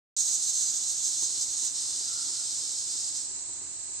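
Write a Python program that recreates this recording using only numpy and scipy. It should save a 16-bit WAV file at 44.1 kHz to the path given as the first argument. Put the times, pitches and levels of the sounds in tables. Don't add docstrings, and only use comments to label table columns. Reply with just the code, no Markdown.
import sys
import numpy as np
from scipy import signal
from scipy.fft import rfft, irfft
from scipy.io import wavfile
from scipy.ndimage import uniform_filter1d

SR = 44100
rng = np.random.default_rng(int(sys.argv[2]) if len(sys.argv) > 2 else 0)


def dump(signal):
    limited = np.clip(np.atleast_2d(signal).T, -1, 1)
    pcm = np.round(limited * 32767).astype(np.int16)
    wavfile.write(sys.argv[1], SR, pcm)


N = 176400


def cicada(t):
    # f/Hz, width/Hz, boost/dB
    song_rings = [(4195, 36, 6), (4885, 30, 11), (5416, 16, 8), (5537, 30, 7), (5751, 16, 6), (6040, 26, 7),
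                  (6353, 45, 5), (6599, 16, 7), (6705, 24, 7), (6761, 16, 7), (6865, 15, 8), (7030, 15, 7),
                  (7195, 18, 9)]
    # f/Hz, width/Hz, relative level/dB
    drone_rings = [(3180, 70, -15), (4400, 70, -8), (4885, 42, 3), (5010, 180, -8), (5140, 80, -2.5),
                   (5540, 36, -2.5)]
    # t/s, relative level/dB
    effort_curve = [(0.17, -41), (0.36, -38), (0.4, -40.5), (0.43, -37.5), (0.8, -40), (0.93, -39),
                    (0.96, -40.5), (0.99, -39), (1.43, -37), (1.46, -41.5), (1.67, -36.5), (1.72, -43.5),
                    (1.77, -37.5), (2.82, -40), (2.86, -42.5), (2.91, -39), (3.06, -40), (3.135, -45.5),
                    (3.16, -39.5), (3.28, -49.5)]
    # t/s, level/dB
    drone_curve = [(.9, -21), (1.8, -19), (2.35, -11.5), (2.6, -10.5), (3.2, -10.5)]
    # f/Hz, relative level/dB
    buzz_tone = [(2400, -32), (3100, -17.5), (3330, -20.5), (3540, -9), (4150, -7), (4740, -9.5),
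                 (4950, -6), (5800, -4.5), (7300, 0.5), (8250, -2), (8700, -7), (9600, -10.5), (10300, -25),
                 (12700, -30.5), (14000, -50)]
    # f/Hz, relative level/dB
    throb_tone = [(2800, -34.5), (3900, -10.5), (5000, -17.5), (5800, -6.5), (6300, 0.5), (7200, 0.5),
                  (7800, 1), (8400, -7), (9500, -12.5), (10500, -27.5), (12800, -24), (14000, -43)]
    # middle t/s, length/s, level/dB
    throb_swells = [(0.199, 0.054, -24.5), (0.28, 0.059, -27), (0.343, 0.035, -25.5), (0.437, 0.075, -29.5),
                    (0.488, 0.033, -26.5), (0.559, 0.043, -28.5), (0.62, 0.05, -26), (0.69, 0.054, -29.5),
                    (0.762, 0.04, -29), (.835, .05, -33), (0.906, 0.043, -28.5), (0.982, 0.045, -33),
                    (1.063, 0.054, -27), (1.15, 0.087, -33), (1.235, 0.05, -28), (1.426, 0.041, -28.5),
                    (1.516, 0.056, -34.5), (1.592, 0.044, -34), (1.65, 0.05, -31)]
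    fade_start_s, fade_s = 3.25, 0.095

    song_gain = 1 + sum((from_db(db) - 1) * peak(f, width) for f, width, db in song_rings)
    drone_gain = sum(from_db(db) * peak(f, width) for f, width, db in drone_rings)
    buzz_clicks = filtered(tymbal(), song_gain * creek_bank(t))
    drone_clicks = filtered(tymbal(), drone_gain * creek_bank(t))
    throb_clicks = filtered(tymbal(), song_gain * creek_bank(t, directness=0.88))

    buzz = shape_tone(buzz_clicks, buzz_tone)
    drone = from_db(over_time(t, drone_curve)) * normalise(drone_clicks)
    throbs = swells(t, throb_swells) * shape_tone(throb_clicks, throb_tone)
    effort = from_db(over_time(t, effort_curve) + 6)
    fade = np.clip(1 - (t - fade_start_s) / fade_s, 0, 1)
    return effort * fade * (buzz + drone) + throbs


def tymbal():
    typical_rate_hz, unevenness, spread_db = 639.2, 0.3, 2.1
    gap_chance, size_chance = rng.standard_normal((N // 20, 2)).T
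    gaps = np.exp(unevenness * gap_chance) * SR / typical_rate_hz
    starts = np.cumsum(gaps).astype(int)
    signs = np.sign(rng.standard_normal(len(starts)))
    sizes = signs * from_db(spread_db * size_chance)
    clicks = np.bincount(starts[starts < N], weights=sizes[starts < N], minlength=N)
    rasp = rng.standard_normal(N)
    return normalise(clicks) + rasp


def creek_bank(t, directness=1):
    # f/Hz, share (limited to 0-1 below)
    direct_share = [(3000, 0.53), (3750, -0.03), (4200, 1.4), (5900, 0.7), (6500, 1.1), (7000, 0),
                    (8300, 0.22), (9300, -1.1), (11500, 0.85)]
    # f/Hz, left minus right/dB
    balance = [(3200, -1.5), (3650, 5.5), (4150, -0.5), (6300, 1), (7000, -10.5), (7900, -1.5), (8350, -7),
               (9300, -11), (11500, 0.5)]
    echoes_per_s, decay_s = 2500, 0.021
    echoes = rng.standard_normal((2, N)) * np.exp(-t / decay_s)
    echoes *= rng.random((2, N)) < echoes_per_s / SR
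    echoes /= np.sqrt(np.sum(echoes ** 2, axis=1, keepdims=True))
    share = np.clip(directness * over_frequency(direct_share), 0, 1)
    return (np.sqrt(share) + np.sqrt(1 - share) * rfft(echoes)) * ear_gains(balance)


def chorus(t):
    # f/Hz, relative level/dB
    high_tone = [(2400, -54), (3000, -36.5), (3600, -25), (4050, -13.5), (4700, -18), (5800, -14),
                 (6700, -6), (7400, -1), (8100, 0.5), (8600, -12.5), (9300, -24.5), (10300, -45),
                 (12000, -88)]
    # f/Hz, left minus right/dB
    balance = [(3900, 4), (5600, 0), (7300, -5), (8500, -3.5), (9400, -19)]
    # t/s, level change/dB
    high_curve = [(.2, -1), (2.0, -2), (3.35, 1.5), (3.55, -0.5)]
    # f/Hz, relative level/dB
    low_tone = [(2800, -36), (3900, -1), (6000, 4.5), (9000, -37)]
    # t/s, level/dB
    low_curve = [(2.9, -52), (3.3, -47.5), (3.55, -58)]
    high_db, waver_db, flutter_db = -36, 0.68, 0.2
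    hiss = rng.standard_normal((2, N))
    hiss *= from_db(waver_db * wander(rate_hz=12) - flutter_db * wander(rate_hz=380))
    hiss = filtered(hiss, ear_gains(balance))
    high = from_db(high_db + over_time(t, high_curve)) * shape_tone(hiss, high_tone)
    low = from_db(over_time(t, low_curve)) * shape_tone(rng.standard_normal((2, N)), low_tone)
    return high + low


def knocks(t):
    # t/s, peak level/dB
    clear = [(1.225, -40.5), (1.297, -51.5), (1.363, -51.5), (1.629, -47.5), (1.675, -52), (2.01, -50),
             (2.291, -49), (2.452, -52), (2.823, -51.5), (2.953, -50), (3.311, -51.5), (3.495, -48),
             (3.614, -51), (3.892, -47.5)]
    # f/Hz, time to fade by 60 dB/s, relative level/dB
    notes = [(300, .1, -13), (376, 0.075, -5), (940, 0.05, -7)]
    faint_per_s, faint_db = 5, -58
    scuff_decay_s, touch_strength = 0.0053, 4
    age = t[:N // 20]
    ring = sum(from_db(db - 60 * age / fade_s) * np.sin(2 * np.pi * f * age) for f, fade_s, db in notes)
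    chances = rng.random((int(faint_per_s * t[-1]), 2))
    faint = [(when * t[-1], faint_db + 0.5 - softness) for when, softness in chances]
    sound = np.zeros(N)
    for start_s, db in clear + faint:
        push = rng.standard_normal(len(age)) * np.exp(-age / scuff_decay_s)
        push[0] += touch_strength * np.linalg.norm(push)
        knock = signal.fftconvolve(push, ring)
        knock *= from_db(db) / np.abs(knock).max()
        start = int(start_s * SR)
        sound[start:start + len(knock)] += knock[:N - start]
    return sound


def far_call(t):
    # middle t/s, length/s, level/dB
    call_swells = [(2.13, 0.045, -56.5), (2.2, 0.12, -55), (2.392, 0.088, -59.5)]
    # f/Hz, relative level/dB
    call_tone = [(1100, -19), (1290, -7), (1385, 1), (1600, -19), (1800, -45)]
    return swells(t, call_swells) * shape_tone(rng.standard_normal((2, N)), call_tone)


def background(t):
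    # f/Hz, relative level/dB
    rumble_tone = [(25, -9.5), (110, 1), (135, -0.5), (170, -10), (250, -6.5), (285, 2), (320, -2.5),
                   (370, -4.5), (460, -10.5), (700, -8), (1500, -11), (3000, -11.5), (6000, -51)]
    # t/s, level change/dB
    rumble_curve = [(.2, -1.5), (1.2, 0.5), (4.0, 1.14)]
    # f/Hz, relative level/dB
    air_tone = [(30, -14), (120, -2), (320, 1), (550, -2.5), (950, 4), (1150, -0.5), (2000, -4), (2800, -3),
                (3500, -1.5), (7000, -18.5), (12000, -39)]
    rumble_db, waver_db, air_db = -60.5, 0.7, -60.5
    level_db = rumble_db + over_time(t, rumble_curve) + waver_db * wander(rate_hz=13)
    rumble = from_db(level_db) * shape_tone(rng.standard_normal(N), rumble_tone)
    air = from_db(air_db) * shape_tone(rng.standard_normal((2, N)), air_tone)
    return rumble + air


def from_db(db):
    return 10 ** (np.asarray(db) / 20)


def normalise(sound):
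    return sound / np.sqrt(np.mean(sound ** 2))


def over_time(t, points):
    return np.interp(t, *np.array(points).T)


def over_frequency(points):
    point_hz, values = np.array(points, float).T
    hz = np.maximum(np.fft.rfftfreq(N, 1 / SR), 1)
    return np.interp(np.log(hz), np.log(point_hz), values)


def peak(middle_hz, width_hz):
    hz = np.fft.rfftfreq(N, 1 / SR)
    return 1 / (1 + (2 * (hz - middle_hz) / width_hz) ** 2)


def filtered(sound, gains):
    return irfft(rfft(sound) * gains, N)


def shape_tone(sound, tone):
    return normalise(filtered(sound, from_db(over_frequency(tone))))


def ear_gains(balance):
    gains = from_db(np.array([[0.5], [-0.5]]) * over_frequency(balance))
    return gains / np.sqrt(np.mean(gains ** 2, axis=0))


def wander(rate_hz):
    hold = max(int(SR / rate_hz), 1)
    steps = np.repeat(rng.standard_normal(N // hold + 1), hold)
    return normalise(uniform_filter1d(steps, hold)[:N])


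def swells(t, rows):
    power = sum(from_db(db) ** 2 * 0.5 ** ((2 * (t - at) / length) ** 2) for at, length, db in rows)
    return np.sqrt(power)


def scene():
    t = np.arange(N) / SR
    return cicada(t) + chorus(t) + background(t) + knocks(t) + far_call(t)


def record(dry):
    start_s, rise_s, top_hz = 0.165, 0.002, 13400
    fade_in = np.clip((np.arange(N) / SR - start_s) / rise_s, 0, 1)
    low_pass = signal.ellip(8, 0.2, 70, top_hz, fs=SR, output="sos")
    return signal.sosfilt(low_pass, dry * fade_in)


dry = scene()
out = record(dry)
dump(out)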